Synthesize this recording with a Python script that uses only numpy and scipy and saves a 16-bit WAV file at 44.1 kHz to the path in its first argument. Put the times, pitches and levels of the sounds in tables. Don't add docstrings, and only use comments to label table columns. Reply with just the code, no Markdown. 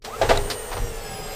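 import sys
import numpy as np
from scipy.fft import rfft, irfft, next_fast_len
from scipy.io import wavfile
from scipy.ndimage import uniform_filter1d, map_coordinates

SR = 44100
rng = np.random.default_rng(int(sys.argv[2]) if len(sys.argv) > 2 else 0)


def bounce(signal):
    frames = np.transpose(np.atleast_2d(signal))
    limited = np.clip(frames, -1, 1)
    pcm = np.round(limited * 32767).astype(np.int16)
    wavfile.write(sys.argv[1], SR, pcm)


N = 59535

# (time [s], level [dB])
RUMBLE_ENVELOPE = [(0, -58), (.05, -44), (.19, -40), (.235, -24), (.38, -23), (.48, -27), (.58, -38),
                   (.72, -37), (.8, -25), (.9, -31), (1.05, -41), (1.13, -37), (1.35, -41)]
# (time [s], level [dB])
CHINKS = [(0.02, -48), (0.0466, -31), (0.5001, -22), (0.509, -25)]
# (time [s], frame level [dB], clatter level [dB])
CLANKS = [(.2135, -15.5, -17), (.2215, -19.5, -28), (.246, -58, -25), (.2885, -26, -16.5),
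          (0.2935, -26, -14.5), (.3055, -10.5, -17), (.349, -26, -25), (.369, -22, -30)]
# (time [s], level [dB])
KNOCKS = [(0.715, -27.5), (0.728, -26), (0.746, -47), (.767, -27.5), (0.774, -30.5)]

# (time [s], speed [turns/s])
SHAFT_SPEED = [(.04, 12), (.085, 34.5), (.11, 46), (.135, 54.5), (.155, 57.5), (.2, 70.3), (.24, 76.7),
               (.32, 80.5), (.4, 81.67), (.5, 82.03), (.6, 81.95), (.65, 81.72), (.76, 81.6), (.81, 80.8),
               (.88, 78.5), (.96, 75.1), (1.04, 72.8), (1.16, 70.3), (1.35, 68.8)]
# (time [s], share [0-1])
LOAD = [(.78, 0), (1.1, 0.61)]
WHINE_ORDERS = [6, 11, 18, 23, 30, 36, 60, 72, 81, 94, 107, 108, 109, 122, 144, 166, 180, 181, 216]
# (free-running level [dB], full-load level [dB])
WHINE_LEVELS = [(-46, -44.5), (-71.5, -36), (-56.5, -58), (-50, -47), (-95, -60), (-53.5, -49.5),
                (-71, -43.5), (-54.5, -48), (-56.5, -65.5), (-57, -53.5), (-83, -75), (-52.5, -64),
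                (-64.5, -36), (-66.5, -56), (-57, -50.5), (-65, -57), (-64, -51), (-60, -53), (-74, -44)]
# (time [s], level [dB])
MESH_ENVELOPE = [(.05, -52), (.085, -42), (.11, -43), (.142, -43), (.17, -53), (.22, -63)]
# (time [s], gain [dB])
EFFORT = [(.04, 1), (.11, -2), (.2, 1.5), (.4, 2.5), (.6, 0), (.8, 0.5), (.95, -2), (1.15, -1.5),
          (1.35, -1)]

# (frequency [Hz], width [Hz], gain [dB])
HOUSING_PEAKS = [(795, 70, 8), (1280, 110, 6), (5560, 130, 7), (8420, 90, 7), (8865, 100, 12),
                 (14700, 90, 6)]
COVER_PEAKS = [(795, 55, 12), (1275, 70, 10), (2690, 130, 12)]
PANEL_PEAKS = [(233.3, 10, -3.5), (441.3, 26.5, 5), (516, 35, -10), (576, 70, -5), (682, 86, -11.5),
               (760, 66, -14)]
GRIND_PEAKS = [(176, 53, 5.5), (488, 230, 0.5), (1190, 37, -20), (2126, 56, -1.5), (2410, 40, -2),
               (2700, 32, -1), (3200, 500, -7.5), (4920, 150, -4)]

# (frequency [Hz], relative level [dB], 60 dB decay time [s])
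SWITCH_MODES = [(4200, -6, .15), (5700, 0, .22), (8220, -5, .2), (11000, -11, .2)]
FRAME_MODES = [(405.4, -13, 0.66), (476, -4, 0.15), (538.6, 0.5, 0.13), (663.3, 7, 0.076), (713, 7.5, 0.05),
               (815, -5.5, 0.22), (866, -3, 0.12), (950, -12, 0.17), (1182, -9.5, 0.21), (1612, -1, 0.042),
               (2002, -8, 0.082)]
CATCH_MODES = [(3600, -5, .011), (3920, 0, .015), (4150, -5, .011), (7000, -8, .009), (8000, -13, .009)]

# (frequency [Hz], relative gain [dB])
RUMBLE_COLOUR = [(12, -20.5), (24, 8), (42, -3), (62, -11.5), (100, -8.5), (130, -12), (165, -25),
                 (400, -22.5), (1500, -67)]
CHINK_COLOUR = [(100, -10), (500, 6), (1200, -2), (2500, -1), (3600, 0.5), (4800, 3.5), (6500, -5),
                (8500, -15), (11000, -10.5), (16000, -31)]
BUZZ_COLOUR = [(30, -11), (300, -25), (450, 10.5), (700, 2.5), (1100, -9.5), (2500, -16.5), (4000, -8.5),
               (8000, -15), (10000, -12), (16000, -25)]
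HISS_COLOUR = [(30, -19), (280, -14), (440, -1.5), (750, -2.5), (1100, -6), (2500, -12.5), (5000, -19.5),
               (8200, -15), (9500, -25), (16000, -21.5)]
CLATTER_COLOUR = [(60, -11), (250, 2), (450, 17), (800, 6.5), (1100, 6.5), (2000, 3.5), (3700, -0.5),
                  (5000, -5.5), (8000, -13), (11000, -22.5), (16000, -33)]
KNOCK_COLOUR = [(100, -27), (250, -5), (600, 8.5), (980, 8), (1350, 3), (1900, -0.5), (2800, -5),
                (4500, -7.5), (7000, -18), (14000, -45)]

ON_S, ON_RISE_S = 0.039, 0.0051
FULL_SPEED = 80
JITTER, LOAD_JUDDER = .0004, .0028
FLUTTER_DB, LOAD_FLUTTER_DB = 1.8, 1.2
BUZZ_DB, HISS_DB, HUM_DB, GRIND_DB = -41, -38.5, -41, -34.5


def amp(db):
    return 10 ** (np.asarray(db) / 20)


def unit(x):
    return x / np.sqrt(np.mean(x ** 2) + 1e-20)


def curve(rows):
    return np.interp(np.arange(N) / SR, *np.transpose(rows))


def since(start):
    return np.maximum(np.arange(N) / SR - start, 0)


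def wobble(rate):
    return map_coordinates(rng.standard_normal(1024), [np.arange(N) * rate / SR], mode="mirror")


def filtered(x, response):
    size = next_fast_len(N + SR // 4)
    return irfft(rfft(x, size) * response(np.fft.rfftfreq(size, 1 / SR)), size)[:N]


def coloured(x, colour):
    hz, db = np.transpose(colour)
    return unit(filtered(x, lambda f: amp(np.interp(np.log(f + 1), np.log(hz + 1), db))))


def resonant_noise(peaks):
    response = lambda f: sum(amp(db) / (1 + 1j * (f - hz) / width) ** 2 for hz, width, db in peaks)
    return unit(filtered(rng.standard_normal(N), response))


def burst(start, colour, rise_s, t60):
    t = since(start)
    envelope = (1 - np.exp(-t / rise_s)) * np.exp(-np.log(1000) * t / t60)
    return envelope * coloured(rng.standard_normal(N), colour)


def ring(start, modes, rise_s):
    t = since(start)
    partials = sum(amp(db) * np.exp(-np.log(1000) * t / t60) * np.sin(2 * np.pi * (hz * t + rng.random()))
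                   for hz, db, t60 in modes)
    return partials * (1 - np.exp(-t / rise_s))


def body_rumble():
    return amp(curve(RUMBLE_ENVELOPE)) * coloured(rng.standard_normal(N), RUMBLE_COLOUR)


def steel_chinks():
    return sum(amp(db) * burst(start, CHINK_COLOUR, rise_s=.0007, t60=0.12) for start, db in CHINKS)


def switch_ring():
    return amp(-42) * ring(ON_S, SWITCH_MODES, ON_RISE_S)


def whine(speed, turns, load):
    tones = np.zeros(N)
    for order, (free_db, loaded_db) in zip(WHINE_ORDERS, WHINE_LEVELS):
        level_db = free_db + load * (loaded_db - free_db)
        lift_db = sum(db / (1 + (2 * (order * speed - hz) / width) ** 2) for hz, width, db in HOUSING_PEAKS)
        flutter_db = (FLUTTER_DB + LOAD_FLUTTER_DB * load) * wobble(39.2)
        harmonic = np.sqrt(2) * np.sin(2 * np.pi * (order * turns + rng.random()))
        tones += amp(level_db + lift_db + flutter_db) * harmonic
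    return tones * (speed / FULL_SPEED) ** (4 * (1 - load))


def gear_mesh(turns, order=23):
    phase = 2 * np.pi * order * turns
    envelope = amp(curve(MESH_ENVELOPE) + FLUTTER_DB * wobble(140))
    mesh = envelope * (np.sin(phase) + amp(-11) * np.sin(2 * phase))
    covers = lambda f: 1 + sum(amp(db) / (1 + 2j * (f - hz) / width) for hz, width, db in COVER_PEAKS)
    return filtered(mesh, covers)


def reflected(x, count=10, longest_s=.022, each_db=-17):
    delays = longest_s * rng.random(count)
    return filtered(x, lambda f: 1 + amp(each_db) * sum(np.exp(-2j * np.pi * f * d) for d in delays))


def surface_buzz(turns, harmonics=200, points=4800):
    spectrum = rng.rayleigh(size=harmonics) * np.exp(2j * np.pi * rng.random(harmonics))
    roughness = irfft(spectrum, points)
    return coloured(np.interp(turns, np.arange(points) / points, roughness, period=1), BUZZ_COLOUR)


def motor():
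    load = curve(LOAD)
    unsteadiness = JITTER * wobble(50) + LOAD_JUDDER * load * wobble(170)
    speed = uniform_filter1d(curve(SHAFT_SPEED), size=600) * (1 + unsteadiness)
    turns = np.cumsum(speed) / SR
    buzz = amp(BUZZ_DB) * surface_buzz(turns) * speed / FULL_SPEED
    hiss = amp(HISS_DB) * coloured(rng.standard_normal(N), HISS_COLOUR)
    hum = amp(HUM_DB) * resonant_noise(PANEL_PEAKS)
    grind = amp(GRIND_DB) * load * resonant_noise(GRIND_PEAKS)
    tones = reflected(whine(speed, turns, load) + gear_mesh(turns))
    onset = 1 - np.exp(-since(ON_S) / ON_RISE_S)
    return onset * (tones + amp(curve(EFFORT)) * (buzz + hiss + hum + grind))


def linkage_clanks(rise_s=.003):
    clanks = np.zeros(N)
    for start, frame_db, clatter_db in CLANKS:
        clanks += amp(frame_db - 3) * ring(start, FRAME_MODES, rise_s)
        clanks += amp(clatter_db) * burst(start, CLATTER_COLOUR, rise_s, t60=0.16)
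    return clanks


def catch_snap(start=.3742):
    modes = ring(start, CATCH_MODES, rise_s=0.00017)
    crack = amp(-9) * burst(start, CHINK_COLOUR, rise_s=.0002, t60=.008)
    return amp(-11) * (modes + crack)


def joint_knocks():
    return sum(amp(db) * burst(start, KNOCK_COLOUR, rise_s=0.0011, t60=0.12) for start, db in KNOCKS)


def scene():
    mono = body_rumble() + steel_chinks() + switch_ring() + motor()
    mono += linkage_clanks() + catch_snap() + joint_knocks()
    return np.tile(mono, (2, 1))


def record(dry, cutoff_hz=15450):
    return np.array([filtered(channel, lambda f: f < cutoff_hz) for channel in dry])


dry = scene()
out = record(dry)
bounce(out)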